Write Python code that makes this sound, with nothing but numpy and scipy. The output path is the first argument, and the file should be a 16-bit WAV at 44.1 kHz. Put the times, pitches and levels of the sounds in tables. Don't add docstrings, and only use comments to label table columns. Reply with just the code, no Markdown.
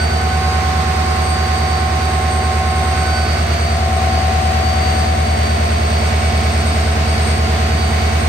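import sys
import numpy as np
from scipy import signal
from scipy.fft import irfft
from scipy.io import wavfile
from scipy.ndimage import uniform_filter1d

SR = 44100
rng = np.random.default_rng(int(sys.argv[2]) if len(sys.argv) > 2 else 0)


def generate_wav(sig):
    pcm = np.round(np.clip(np.atleast_2d(sig).T, -1, 1) * 32767).astype(np.int16)
    wavfile.write(sys.argv[1], SR, pcm)


N = 365148
TIME = np.arange(N) / SR
CRANK_HZ = 9.4898
BEATS = 8


def undb(db):
    return 10 ** (np.asarray(db) / 20)


def curves(table, along=TIME):
    points, *columns = np.transpose(table)
    return [np.interp(along, points, column) for column in columns]


def at(table, hz):
    f, value = np.transpose(table)
    return np.interp(np.log(hz + 1e-3), np.log(f), value)


def walk(rate):
    k = int(SR / rate)
    held = np.repeat(rng.standard_normal(N // k + 2), k)[rng.integers(k):]
    smooth = uniform_filter1d(uniform_filter1d(held, k), k)
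    return 1.5 * smooth[:N]


def pair(hz):
    # (frequency [Hz], correlation [-1 to 1])
    likeness = [(70, .97), (150, .97), (280, 0.8), (450, 0.68), (700, 0.37), (1200, -0.37), (2000, 0.14),
                (4000, -0.018)]
    real, imaginary = rng.standard_normal((2, len(hz))), rng.standard_normal((2, len(hz)))
    mid, side = (real + 1j * imaginary) / 2
    like = np.clip(at(likeness, hz), -1, 1)
    return mid * np.sqrt(1 + like) + side * np.sqrt(1 - like) * np.array([[1], [-1]])


def band(hz, width_hz):
    f = np.fft.rfftfreq(N, 1 / SR) + 1e-3
    response = 1 / (1 + 1j * (f - hz ** 2 / f) / width_hz) ** 2
    y = irfft(pair(f) * response, N)
    return y / y.std()


def fading_tone(phase, rate, scatter):
    echoes = np.array([walk(rate) + 1j * walk(rate) for _ in range(2)])
    direct = np.array([[1], [1j]])
    tone = np.imag((direct + scatter * echoes) * np.exp(1j * phase))
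    return tone / np.sqrt(.5 + scatter ** 2)


def swells(table, crank, rear, scatter_db, lag_s):
    out = 0
    for share, length, hz, front_db, rear_db in table:
        turns = (crank / (2 * np.pi) - share + .5) % 1 - .5
        swing = np.cos(2 * np.pi * hz * (turns / CRANK_HZ - np.array([[lag_s], [0]])))
        db = front_db + (rear_db - front_db) * rear + scatter_db * walk(11)
        out = out + undb(db) * np.exp(-(turns / length) ** 2) * swing
    return out


def air(crank, rear):
    # (frequency [Hz], spectral density [dB per Hz])
    rush_spectrum = [(25, -64.5), (65, -60.5), (150, -55.5), (280, -60), (400, -58.5), (530, -63),
                     (700, -58.5), (900, -60.5), (1250, -59), (1650, -60.5), (2000, -59.3), (2600, -63.8),
                     (3200, -67.2), (4500, -66), (5100, -70.3), (6500, -71), (9900, -89), (12300, -83.3),
                     (15500, -90.5)]
    swell_db, flicker_db, pulse = 1.4, .45, .062
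    hz = np.fft.rfftfreq(N, 1 / SR)
    rush = irfft(pair(hz) * undb(at(rush_spectrum, hz)), N) * np.sqrt(N * SR / 2)
    beating = 1 + pulse * np.sin(BEATS * crank)
    return rush * beating * undb(swell_db * rear ** 2 + flicker_db * walk(14))


def blowers():
    # (time [s], level [dB rms])
    fan_level = [(0, -53), (.9, -41), (2.5, -44), (3.15, -57), (3.6, -46), (5, -48), (6.7, -42),
                 (8.28, -44)]
    blower_level = [(0, -47), (.3, -52), (.6, -43), (1.05, -44), (1.5, -54), (1.7, -41.5), (2.2, -42),
                    (2.35, -51), (2.85, -54), (3.05, -42), (3.4, -41), (3.6, -53), (4.9, -50), (5.4, -52),
                    (5.6, -46), (6.6, -41), (7.5, -45), (7.7, -52), (8.28, -50)]
    shrill_level = [(0, -57), (1.6, -53), (2, -58), (3, -51), (3.6, -55), (6.2, -56), (7.1, -49),
                    (7.8, -54), (8.15, -46), (8.28, -48)]
    # (frequency [Hz], level [dB rms])
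    auxiliaries = [(3456, -54), (3857, -52), (4502.5, -46)]
    shade_db = -8

    def sing(hz, db, rate, scatter):
        return undb(db) * fading_tone(2 * np.pi * hz * TIME, rate, scatter)

    fan = sing(1047, curves(fan_level)[0], 5, .2)
    blower = sing(5389, curves(blower_level)[0], 6, .22)
    shrill = sing(9109.5, curves(shrill_level)[0], 11, .65)
    rest = sum(sing(hz, db, 6, .6) for hz, db in auxiliaries)
    return fan + blower + shrill * undb([[0], [shade_db]]) + rest


def spit():
    # (time of its peak [s], half-length [s], peak level [dB rms])
    puff = (4.7, .04, -53)
    peak_s, length_s, db = puff
    return undb(db) * np.exp(-((TIME - peak_s) / length_s) ** 2) * band(12800, 5000)


def clatter(crank, rear):
    # (frequency [Hz], front [dB per order], rear [dB per order])
    valve_spectrum = [(109, -36, -30), (138, -50, -45), (177, -39.5, -45.5), (198, -53, -40.5),
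                      (231, -43.5, -38.5), (260, -60, -51), (300, -62, -47), (358, -45.5, -55),
                      (387, -48.5, -47), (406, -50.5, -45.5), (473, -43.5, -44), (490, -57, -53.5),
                      (572, -51.5, -46), (616, -43.5, -43.5), (655, -47.5, -41.5), (672, -40, -36),
                      (715, -38, -43), (785, -46.5, -48), (800, -51, -53.5), (910, -51.5, -54.5),
                      (1110, -50.5, -60.5), (1180, -45, -47.5), (1700, -56.5, -60.5), (1800, -52, -57.5),
                      (2300, -55, -59), (2630, -62, -56), (3380, -73, -62), (4830, -62, -72)]
    smear, least_smear_hz = .00038, .09
    beat = .093
    hz = np.fft.rfftfreq(N, 1 / SR)
    order = np.rint(hz / CRANK_HZ).astype(int)
    width_hz = np.maximum(smear * hz, least_smear_hz)
    lines = pair(hz) * np.exp(-((hz - order * CRANK_HZ) / width_hz) ** 2)
    order_power = np.bincount(order, np.mean(abs(lines) ** 2, axis=0))
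    lines = lines / np.sqrt(order_power)[order]
    f, front_db, rear_db = np.transpose(valve_spectrum)
    inside = (hz > f[0]) * (hz < f[-1])

    def heard(db):
        return irfft(lines * undb(at(np.c_[f, db], hz)) * inside, N) * N / np.sqrt(2)

    front, back = heard(front_db), heard(rear_db)
    return (front + (back - front) * rear) * (1 + beat * np.cos(BEATS * crank))


def panel(crank, rear):
    # (place [share of turn], half-length [turns], resonance [Hz], front peak [dB], rear peak [dB]),
    # peaks as heard at the right microphone
    buzz_table = [(.55, .12, 690, -28, -36), (.92, .16, 692, -38, -24)]
    left_db = -2
    return swells(buzz_table, crank, rear, scatter_db=1.5, lag_s=.00016) * undb([[left_db], [0]])


def turbo(crank):
    # (time [s], left [dB rms], right [dB rms], left lead [rad])
    whine_path = [(0, -35, -33, 0), (.2, -33, -37, 1.2), (.28, -39, -44, 1.4), (.46, -29, -35, 2.6),
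                  (.7, -45, -35, 2), (1, -38, -40, 2.7), (1.26, -32, -42, 2.2), (1.6, -29, -39, .9),
                  (1.88, -32, -39, 0), (2.2, -43, -43, .5), (2.42, -35, -39, .7), (2.64, -43, -42, 2.2),
                  (2.95, -36, -42, 1.8), (3.17, -31, -28, .3), (3.4, -46, -29.5, -2.3),
                  (3.69, -30, -38, -.8), (3.9, -45, -46, -3), (4.12, -39, -28.5, -2), (4.4, -40, -43, -3.1),
                  (4.64, -31, -39, -4.9), (5, -29.5, -35, -7), (5.2, -43, -38, -6.6), (5.4, -35, -34, -5.8),
                  (5.6, -40, -37, -7.2), (5.75, -34, -36, -6.8), (6.02, -34, -33, -6.6),
                  (6.2, -39, -38, -8.7), (6.42, -37, -34, -6.7), (6.8, -32, -43, -8.3),
                  (7.55, -30, -44, -9.2), (7.7, -33, -37, -8.9), (7.88, -33, -29, -6.6),
                  (8.28, -46, -43, -8.6)]
    # (time [s], level [dB rms])
    whistle_level = [(0.0, -31.5), (0.11, -45), (1.08, -43), (1.31, -32), (1.43, -43), (2.4, -37.5),
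                     (4.82, -43.5), (4.98, -33), (5.05, -41.5), (6.64, -37), (7.17, -43), (7.24, -31.5),
                     (7.61, -45), (8.28, -40)]
    whine_hz, whine_trim_db, whine_flutter_db, echo_db = 4607.5, -.8, 1.6, -47
    whistle_hz, whistle_trim_db, whistle_flutter_db = 8399.5, 1.5, 1.2
    hiss_db, shade_db = -37, -13

    left, right, lead = curves(whine_path)
    spin = 2 * np.pi * whine_hz * TIME + walk(3)
    direct = np.sqrt(2) * undb([left, right]) * np.sin(spin + np.array([lead, -lead]) / 2)
    echoes = fading_tone(spin, 14, 3)
    whine = undb(whine_trim_db + whine_flutter_db * walk(14)) * direct + undb(echo_db) * echoes

    whistle_phase = 2 * np.pi * whistle_hz * TIME + .5 * np.sin(BEATS * crank) + walk(8)
    shaken = fading_tone(whistle_phase, 45, .5)
    whistle_db = curves(whistle_level)[0] + whistle_trim_db + whistle_flutter_db * walk(6.7)
    breathy = undb(whistle_db) * shaken + undb(hiss_db) * band(whistle_hz, 460)
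    return whine + breathy * undb([[0], [shade_db]])


def gears(crank, heading, rear):
    # (heading [degrees], drive left [dB rms], drive right [dB rms], drive left lead [rad],
    # pump left [dB rms], pump right [dB rms], drive third harmonic before left trim [dB rms])
    lobes = [(-66, -30, -26.5, -1.5, -42, -39, -41), (-51, -33.5, -24, -1.9, -35, -43, -33.5),
             (-33, -23, -24, -3.3, -41, -38, -38), (-19, -18, -35, -4, -39, -45, -44),
             (-6, -17.3, -29, -5.7, -33, -40, -43), (7, -19.7, -27.5, -5.6, -36, -37, -42),
             (20, -30, -27, -3.3, -49, -46, -45), (32.5, -27, -23, -.8, -42, -32, -45),
             (47, -25, -21, -.3, -35, -26, -45), (79, -30, -20.7, -.9, -36, -29, -48)]
    # (time [s], level [dB rms], pulsing depth [0-1])
    pips = [(0, -30.5, 1), (.35, -31.5, 1), (.6, -34, .95), (.9, -35.5, .4), (2.2, -34.5, .5),
            (2.65, -36.5, .5), (3.15, -28.5, .35), (3.6, -38, .4), (5.5, -41, .5), (6.6, -40, .7),
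            (8.28, -40, .7)]
    # (teeth [count], facing flank [dB rms], facing away [dB rms],
    # lobe heading [degrees], lobe width [degrees])
    idler_lobe = (72, -32.5, -47, 5, 25)
    # (order [multiple of crank rate], front [dB rms], rear [dB rms])
    mesh_tones = [(34, -40, -58), (41, -38.5, -38), (199, -50, -54), (207, -52, -46), (226, -45, -46),
                  (234, -54, -46), (284, -53, -50), (316, -52, -52), (395, -54, -53)]
    drive_teeth, pump_teeth = 79, 113
    runout, jitter = .1, .071
    left_db = -5

    drive_l, drive_r, lead, pump_l, pump_r, third_db = curves(lobes, heading)
    second_db, depth = curves(pips)
    twist = runout * np.sin(crank) + jitter * walk(30)
    teeth = drive_teeth * crank + twist
    ports = np.array([[0], [1]])
    drive = undb([drive_l, drive_r]) * np.sin(teeth + np.array([lead, -lead]) / 2)
    pump = undb([pump_l, pump_r]) * np.sin(pump_teeth * crank + twist + ports / 2)

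    count, flank_db, away_db, facing_deg, width_deg = idler_lobe
    facing = np.exp(-((heading - facing_deg) / width_deg) ** 2)
    idler = undb(away_db + (flank_db - away_db) * facing) * np.sin(count * crank + twist + ports / 2)
    idler = idler * (1 - .7 * np.cos(crank - .9))

    load = 1 + depth * np.cos(crank - .9)
    second = load * undb(second_db + 1.6 * walk(13)) * np.sin(2 * teeth + ports)
    third = undb(third_db) * np.sin(3 * teeth + ports / 2)
    overtones = (second + third) * undb([[left_db], [0]])

    mesh = 0
    for k, front_db, back_db in mesh_tones:
        tone = fading_tone(round(k) * crank + 2 * twist, 1.205, .68)
        mesh = mesh + undb(front_db + (back_db - front_db) * rear) * tone
    return np.sqrt(2) * (drive + pump + idler + overtones) + mesh


def chugs(crank, rear):
    # (place [share of turn], half-length [turns], resonance [Hz], front peak [dB], rear peak [dB])
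    chug_table = [(.1, .14, 132, -30.5, -24.5), (.54, .19, 145, -22.3, -24.5), (.79, .07, 126, -26, -25),
                  (.24, .2, 216, -29.5, -26), (.5, .08, 208, -33, -28), (.76, .07, 208, -35, -28),
                  (.95, .1, 230, -25, -24.5), (.99, .07, 392, -22.5, -26.5)]
    return swells(chug_table, crank, rear, scatter_db=.5, lag_s=.00024)


def exhaust(crank, rear):
    # (order [multiple of crank rate], level relative to the beat [dB])
    throb = [(5, -36), (6, -29), (7, -25), (9, -7), (10, -12.5), (11, -18), (12, -22)]
    hum_db, hum_rear_db, waver_db = -18.5, 1.8, .02
    pause, sag = .2, .055
    pan_db = -.5
    hum = np.sin(BEATS * crank) - sum(undb(db) * np.sin(k * crank) for k, db in throb)
    hum = hum * undb(hum_db + hum_rear_db * rear + waver_db * walk(10))
    slack = np.cos(crank / 2) ** 12
    flow = (1 - pause * slack) * (1 + sag * np.sin(crank))
    return (np.sqrt(2) * flow * hum + chugs(crank, rear)) * undb(np.array([[pan_db], [-pan_db]]) / 2)


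def scene():
    # (time [s], heading [degrees; 0 faces the hood, positive its front])
    heading_path = [(0, 20.5), (.4, 45), (1.55, 104), (2.5, 56.5), (4.3, -7), (5.7, -32.5), (6.5, -60.5),
                    (7.35, -77), (8.28, -45)]
    front_deg, rear_deg = 72, -50
    front_pan_db, rear_pan_db = -2.5, -.8
    crank = 2 * np.pi * CRANK_HZ * TIME + .0011 * walk(2.99)
    heading = curves(heading_path)[0]
    rear = np.clip((front_deg - heading) / (front_deg - rear_deg), 0, 1)
    pan_db = front_pan_db + (rear_pan_db - front_pan_db) * rear
    hood = air(crank, rear) + blowers() + clatter(crank, rear)
    hood = hood * undb(np.array([pan_db, -pan_db]) / 2)
    machinery = panel(crank, rear) + turbo(crank) + gears(crank, heading, rear)
    return hood + spit() + machinery + exhaust(crank, rear)


def record(dry):
    low_pass = signal.ellip(10, .1, 80, 15650, fs=SR, output="sos")
    return signal.sosfilt(low_pass, dry)


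dry = scene()
out = record(dry)
generate_wav(out)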